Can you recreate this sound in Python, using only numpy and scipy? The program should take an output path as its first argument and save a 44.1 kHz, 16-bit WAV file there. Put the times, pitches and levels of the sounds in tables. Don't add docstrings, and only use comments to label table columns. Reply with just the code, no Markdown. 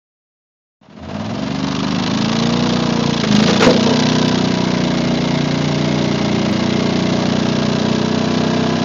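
import sys
import numpy as np
from scipy import signal
from scipy.fft import rfft, irfft, next_fast_len
from scipy.io import wavfile
from scipy.ndimage import uniform_filter1d

SR = 44100
rng = np.random.default_rng(int(sys.argv[2]) if len(sys.argv) > 2 else 0)


def wrap_up_sound(samples):
    columns = np.atleast_2d(samples).T
    tamed = np.clip(columns, -1, 1)
    steps = np.round(tamed * 32767).astype(np.int16)
    wavfile.write(sys.argv[1], SR, steps)


N = 389844
TIME = np.arange(N) / SR
FFT_SIZE = next_fast_len(N + SR // 2)
FREQ = np.maximum(np.arange(FFT_SIZE // 2 + 1) * SR / FFT_SIZE, 1e-3)

# time_s, firing_hz
FIRING_RATE = [(0.8, 13.48), (1.08, 17.04), (1.38, 23.72), (1.9, 25.46), (2.65, 30.4), (3.15, 28.98),
               (3.33, 25.33), (3.52, 29.7), (4.12, 31.33), (4.92, 29.79), (5.76, 29.76), (5.82, 30.18),
               (6.26, 29.48), (6.75, 30.24), (7.74, 30.19), (8.55, 31.4), (8.84, 31.43)]
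# time_s, boom_gain
REAR_LEAN = [(3.2, 0.072), (3.36, 0.93), (4.1, 0.71), (5.0, 0.034), (7.7, 0.044), (8.3, 0.46)]
# time_s, lift_db
TAILPIPE_FACING = [(1.4, -4.5), (1.7, 6.5), (2.35, 6.5), (2.95, 1), (3.2, 7.5), (4.15, 8), (4.6, 0.5),
                   (6.1, -0.5), (7.4, 0.5), (8.84, -3)]
# centre_hz, width_hz, lift_db
MUFFLER_MODES = [(61, 34, 19.5), (90, 15, -2), (141.7, 31, 5), (177, 36, 5), (212.3, 17, 5.5),
                 (237.2, 30.5, 6), (273.7, 37.6, 8.5)]
# centre_hz, width_hz, lift_db
COVER_MODES = [(426, 27, -3), (638, 20, 6.5), (935, 68, 2.5), (1630, 90, 3), (1920, 420, 2), (2842, 68, 4),
               (3545, 82, 3), (3977, 120, 4)]
# centre_hz, width_hz, level_db
BODY_MODES = [(213, 57, 4.5), (444, 54, 1), (520, 58, -10), (925, 44, -24.5), (1490, 250, -22.5),
              (2220, 300, -28.5), (3200, 2800, -19)]
# firing_multiple, deck_db, track_db
MOUNT_TONES = [(11, -13, -10.5), (11.97, -16.5, -19), (13.1, -25, -15), (14.07, -21, -16.5),
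               (15.96, -13.5, -27.5), (17, -22.5, -26.5), (18.05, -25.5, -25.5), (19.01, -22, -17.5),
               (21, -18.5, -17), (21.97, -22.5, -16), (23.97, -20.5, -23.5), (27.66, -22, -27.5),
               (33.5, -22.5, -39), (36.8, -38.5, -25.5)]
# frequency_hz, level_db
CLATTER_SPECTRUM = [(50, -50.5), (90, -17.5), (130, -2.5), (220, -3.5), (320, -4.5), (500, -6.5), (800, -8),
                    (1200, -10.5), (1800, -18), (2800, -18), (7000, -31.5)]
# frequency_hz, level_db
RASP_SPECTRUM = [(200, -20.5), (700, -8), (1400, -4.5), (2300, -3), (3200, 2), (4700, 0.5), (5600, -1.5),
                 (6800, -9), (8000, -19.5)]
# start_s, end_s, centre_hz, nominal_width_hz, level_db
LOOSE_PANELS = [(1.1, 1.523, 658, 128, -31), (1.6, 3.096, 1040, 356, -31.5), (3.6, 4.85, 971, 68.3, -32.5),
                (3.9, 4.805, 1560, 122, -36), (4.5, 7.097, 2120, 163, -35.5),
                (7.3, 8.838, 1636, 102.5, -37.5), (7.7, 8.845, 1007, 80, -37)]
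# start_s, relative_clack_db, relative_boom_db, decay_s
RUT_JOLTS = [(3.234, -10.5, -11.5, 0.014), (3.48, -9, -12.5, 0.029), (3.556, -12.5, -16.5, 0.012),
             (3.604, -10, -12, 0.044), (3.623, -5.5, -12, .018), (3.645, -8, -9.5, 0.012),
             (3.666, -33.5, 2.5, 0.012), (3.687, -26, -9.5, 0.065), (3.864, -37.5, -13, 0.041),
             (3.91, -21.5, -24, 0.032), (3.959, -41, -23, 0.037)]
# start_s, level_db
GRIT_TICKS = [(3.999, -1), (6.041, -8.5)]

START_S, CATCH_S, CRANKING_DB = 0.813, 1.107, -18.5
CRUISE_HZ = 30
THUMP_DB, CLATTER_DB, RASP_DB = -17.5, -24, -27.5
THUMP_RISE_DB, CLATTER_RISE_DB, RASP_RISE_DB = 12.5, 8, 15
SURGE_S, SURGE_ATTACK_S, SURGE_RELEASE_S, SURGE_DB = 3.27, 0.064, 0.25, 6.5
SKIP_S, SKIP_LENGTH_S, TOP_HZ = 6.5148, 0.010, 15800


def undb(db):
    return 10 ** (np.asarray(db) / 20)


def curve(table):
    return np.interp(TIME, *np.transpose(table))


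def band(hz, width):
    return 1 / (1 + 1j * (FREQ ** 2 - hz ** 2) / (FREQ * width))


def lifts(modes):
    return np.prod([1 + (undb(db) - 1) * band(hz, width) for hz, width, db in modes], axis=0)


def colour(points):
    hz, db = np.transpose(points)
    return undb(np.interp(np.log(FREQ), np.log(hz), db))


def through(x, response):
    return irfft(rfft(x, FFT_SIZE) * response, FFT_SIZE)[:N]


def delayed(x, lag_s):
    return np.interp(TIME - lag_s, TIME, x)


def unit(x):
    return x / np.sqrt(np.mean(x ** 2))


def noise():
    return rng.standard_normal(N)


def wander(rate_hz):
    return np.interp(TIME * rate_hz, np.arange(4096), rng.standard_normal(4096))


def per_cycle(cycles, spread_db):
    return undb(spread_db * rng.standard_normal(1024))[cycles.astype(int)]


def puff(cycles, start, rise):
    age = (cycles - start) % 1 / rise
    return age ** 2 * np.exp(2 * (1 - age))


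def body_response():
    return sum(undb(db) * band(hz, width) for hz, width, db in BODY_MODES)


def effort_db(firing_hz, rise_db):
    doublings = np.log2(firing_hz / CRUISE_HZ)
    cranking = np.interp(TIME, [START_S, CATCH_S], [1, 0])
    surge = np.interp(TIME - SURGE_S, [0, SURGE_ATTACK_S, SURGE_ATTACK_S + SURGE_RELEASE_S], [0, 1, 0])
    return rise_db * doublings + CRANKING_DB * cranking + SURGE_DB * surge


def exhaust_thump(cycles, firing_hz):
    blowdown = puff(cycles, start=-0.03, rise=0.0074) * per_cycle(cycles, spread_db=0.5)
    push = puff(cycles, start=0.3384, rise=0.0072) * per_cycle(cycles, spread_db=2.5)
    labour = np.interp(firing_hz, [24.5, 29], [0.45, 0.17])
    pressure = np.gradient(-blowdown - labour * push)
    pipe = band(134.3, 228) ** 2 * band(209.0, 260) / (1 + 1j * FREQ / 330)
    thump = unit(through(pressure, pipe * lifts(MUFFLER_MODES)))
    thump += sum(0.39 * wander(1.562) * delayed(thump, lag_s) for lag_s in (0.011, 0.017, 0.024))
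    thump += curve(REAR_LEAN) * unit(through(thump, body_response()))
    running_rms = np.sqrt(uniform_filter1d(thump ** 2, size=SR // 3) + 1e-6)
    return thump / running_rms


def mount_and_belt_drone(cycles, firing_hz):
    toward_track = np.interp(TIME, [3.9, 5.0], [0, 1])
    mounts = 0
    for multiple, deck_db, track_db in MOUNT_TONES:
        resonance_db = 5 / (1 + ((multiple * firing_hz - 435) / 9) ** 2)
        level_db = deck_db + toward_track * (track_db - deck_db) + resonance_db + 2.3 * wander(5)
        phase = 2 * np.pi * (multiple * cycles + rng.random()) + 0.053 * wander(4.5)
        mounts += undb(level_db) * np.sin(phase)
    belt_db = np.interp(firing_hz, [29.6, 31], [-31, -20])
    belt = undb(belt_db) * np.sin(2 * np.pi * 32 * cycles + 0.15 * wander(10))
    speed_db = np.interp(firing_hz, [25.5, 29.3], [-9, 0])
    return np.sqrt(2) * (mounts + belt) * undb(speed_db)


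def engine_clatter(cycles, covers_db):
    blows = puff(cycles, start=0.13, rise=0.15) + 0.97 * puff(cycles, start=0.51, rise=0.11)
    shake = (0.87 + blows * per_cycle(cycles, spread_db=0.64)) * undb(0.5 * wander(9))
    covers = colour(CLATTER_SPECTRUM) * lifts(COVER_MODES)
    clatter = unit(through(noise() * shake, covers)) * undb(covers_db)
    rattle = noise() * shake
    for start, end, hz, width, db in LOOSE_PANELS:
        fade = np.interp(TIME, [start - 0.15, start + 0.092, end - 0.1, end + 0.25], [0, 1, 1, 0])
        clatter += undb(db) * fade * unit(through(rattle, band(hz, 1.2 * width) ** 2))
    return clatter


def tailpipe_rasp(cycles, facing_db):
    blowdown = puff(cycles, start=0.12, rise=0.084) * per_cycle(cycles, spread_db=0.97)
    sweep = np.exp(-0.5 * ((cycles % 1 - 0.56) / 0.11) ** 2) * per_cycle(cycles, spread_db=1.0)
    steady_flow = np.interp(facing_db, [-2.5, 0, 6], [0.5, 0.35, 0.2])
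    sharpness = np.interp(facing_db, [2.5, 6], [1.05, 1.45])
    flow = steady_flow + blowdown ** sharpness + 0.79 * sweep ** sharpness
    turbulence = noise() * flow * undb(0.6 * wander(450))
    gas = through(turbulence, colour(RASP_SPECTRUM) * lifts(COVER_MODES))
    return unit(gas + 0.39 * delayed(gas, lag_s=0.0031 + 0.000099 * wander(2)))


def starter_hum(cycles):
    level_db = np.interp(TIME, [0.9, 1.03, 1.15, 1.35, 1.6], [-74, -34, -36, -31, -64])
    return np.sqrt(2) * undb(level_db) * np.sin(2 * np.pi * 5 * cycles)


def tyre_slush():
    grains_per_s = 900
    grains = noise() * (rng.random(N) < grains_per_s / SR)
    grains *= undb(1.8 * np.minimum(rng.exponential(size=N), 4))
    rolling = np.clip((TIME - 1.1) / 3.6, 0, 1)
    return unit(through(grains, band(3200, 4000))) * rolling * undb(-41.5 + 2 * wander(5.9))


def knock(start_s, decay_s):
    age = np.maximum(TIME - start_s, 0)
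    return (1 - np.exp(-age / 0.00082)) * np.exp(-age / decay_s)


def rut_jolts():
    clack_envelope = sum(undb(db) * knock(start, decay) for start, db, _, decay in RUT_JOLTS)
    boom_envelope = sum(undb(db) * knock(start, decay) for start, _, db, decay in RUT_JOLTS)
    panels = unit(through(noise(), body_response()))
    chassis = undb(-41) * unit(through(noise(), band(77, 77) ** 2))
    clacks = clack_envelope * unit(through(noise(), band(1200, 1900) * band(1600, 8500)))
    boom = through(boom_envelope * (panels + chassis), band(420, 350))
    return undb(-4.5) * clacks + undb(5) * boom


def grit_ticks():
    envelope = sum(undb(db) * knock(start, decay_s=0.0011) for start, db in GRIT_TICKS)
    return envelope * unit(through(noise(), band(7000, 3000)))


def scene():
    firing_hz = curve(FIRING_RATE)
    cycles = np.cumsum(firing_hz) / SR
    facing_db = curve(TAILPIPE_FACING)
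    thump_db = THUMP_DB + effort_db(firing_hz, THUMP_RISE_DB) + 0.22 * facing_db
    covers_db = CLATTER_DB + effort_db(firing_hz, CLATTER_RISE_DB)
    rasp_db = RASP_DB + effort_db(firing_hz, RASP_RISE_DB) + facing_db
    engine = (exhaust_thump(cycles, firing_hz) + mount_and_belt_drone(cycles, firing_hz)) * undb(thump_db)
    engine += engine_clatter(cycles, covers_db)
    engine += tailpipe_rasp(cycles, facing_db) * undb(rasp_db)
    cart = engine + starter_hum(cycles) + tyre_slush() + rut_jolts() + grit_ticks()
    return (cart * (TIME > START_S))[None]


def record(dry):
    microphone = colour([(20, -15), (55, 1), (6900, -2), (7500, -21), (8200, -29.5), (9500, -54)])
    overloaded = np.clip(dry[0], -0.8, 0.8)
    heard = np.clip(through(overloaded, microphone), -0.73, 0.73)
    heard = heard[np.arange(N) - int(SKIP_LENGTH_S * SR) * (TIME > SKIP_S)]
    lowpass = signal.ellip(8, 0.2, 70, TOP_HZ, fs=SR, output="sos")
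    return signal.sosfilt(lowpass, heard)[None]


dry = scene()
out = record(dry)
wrap_up_sound(out)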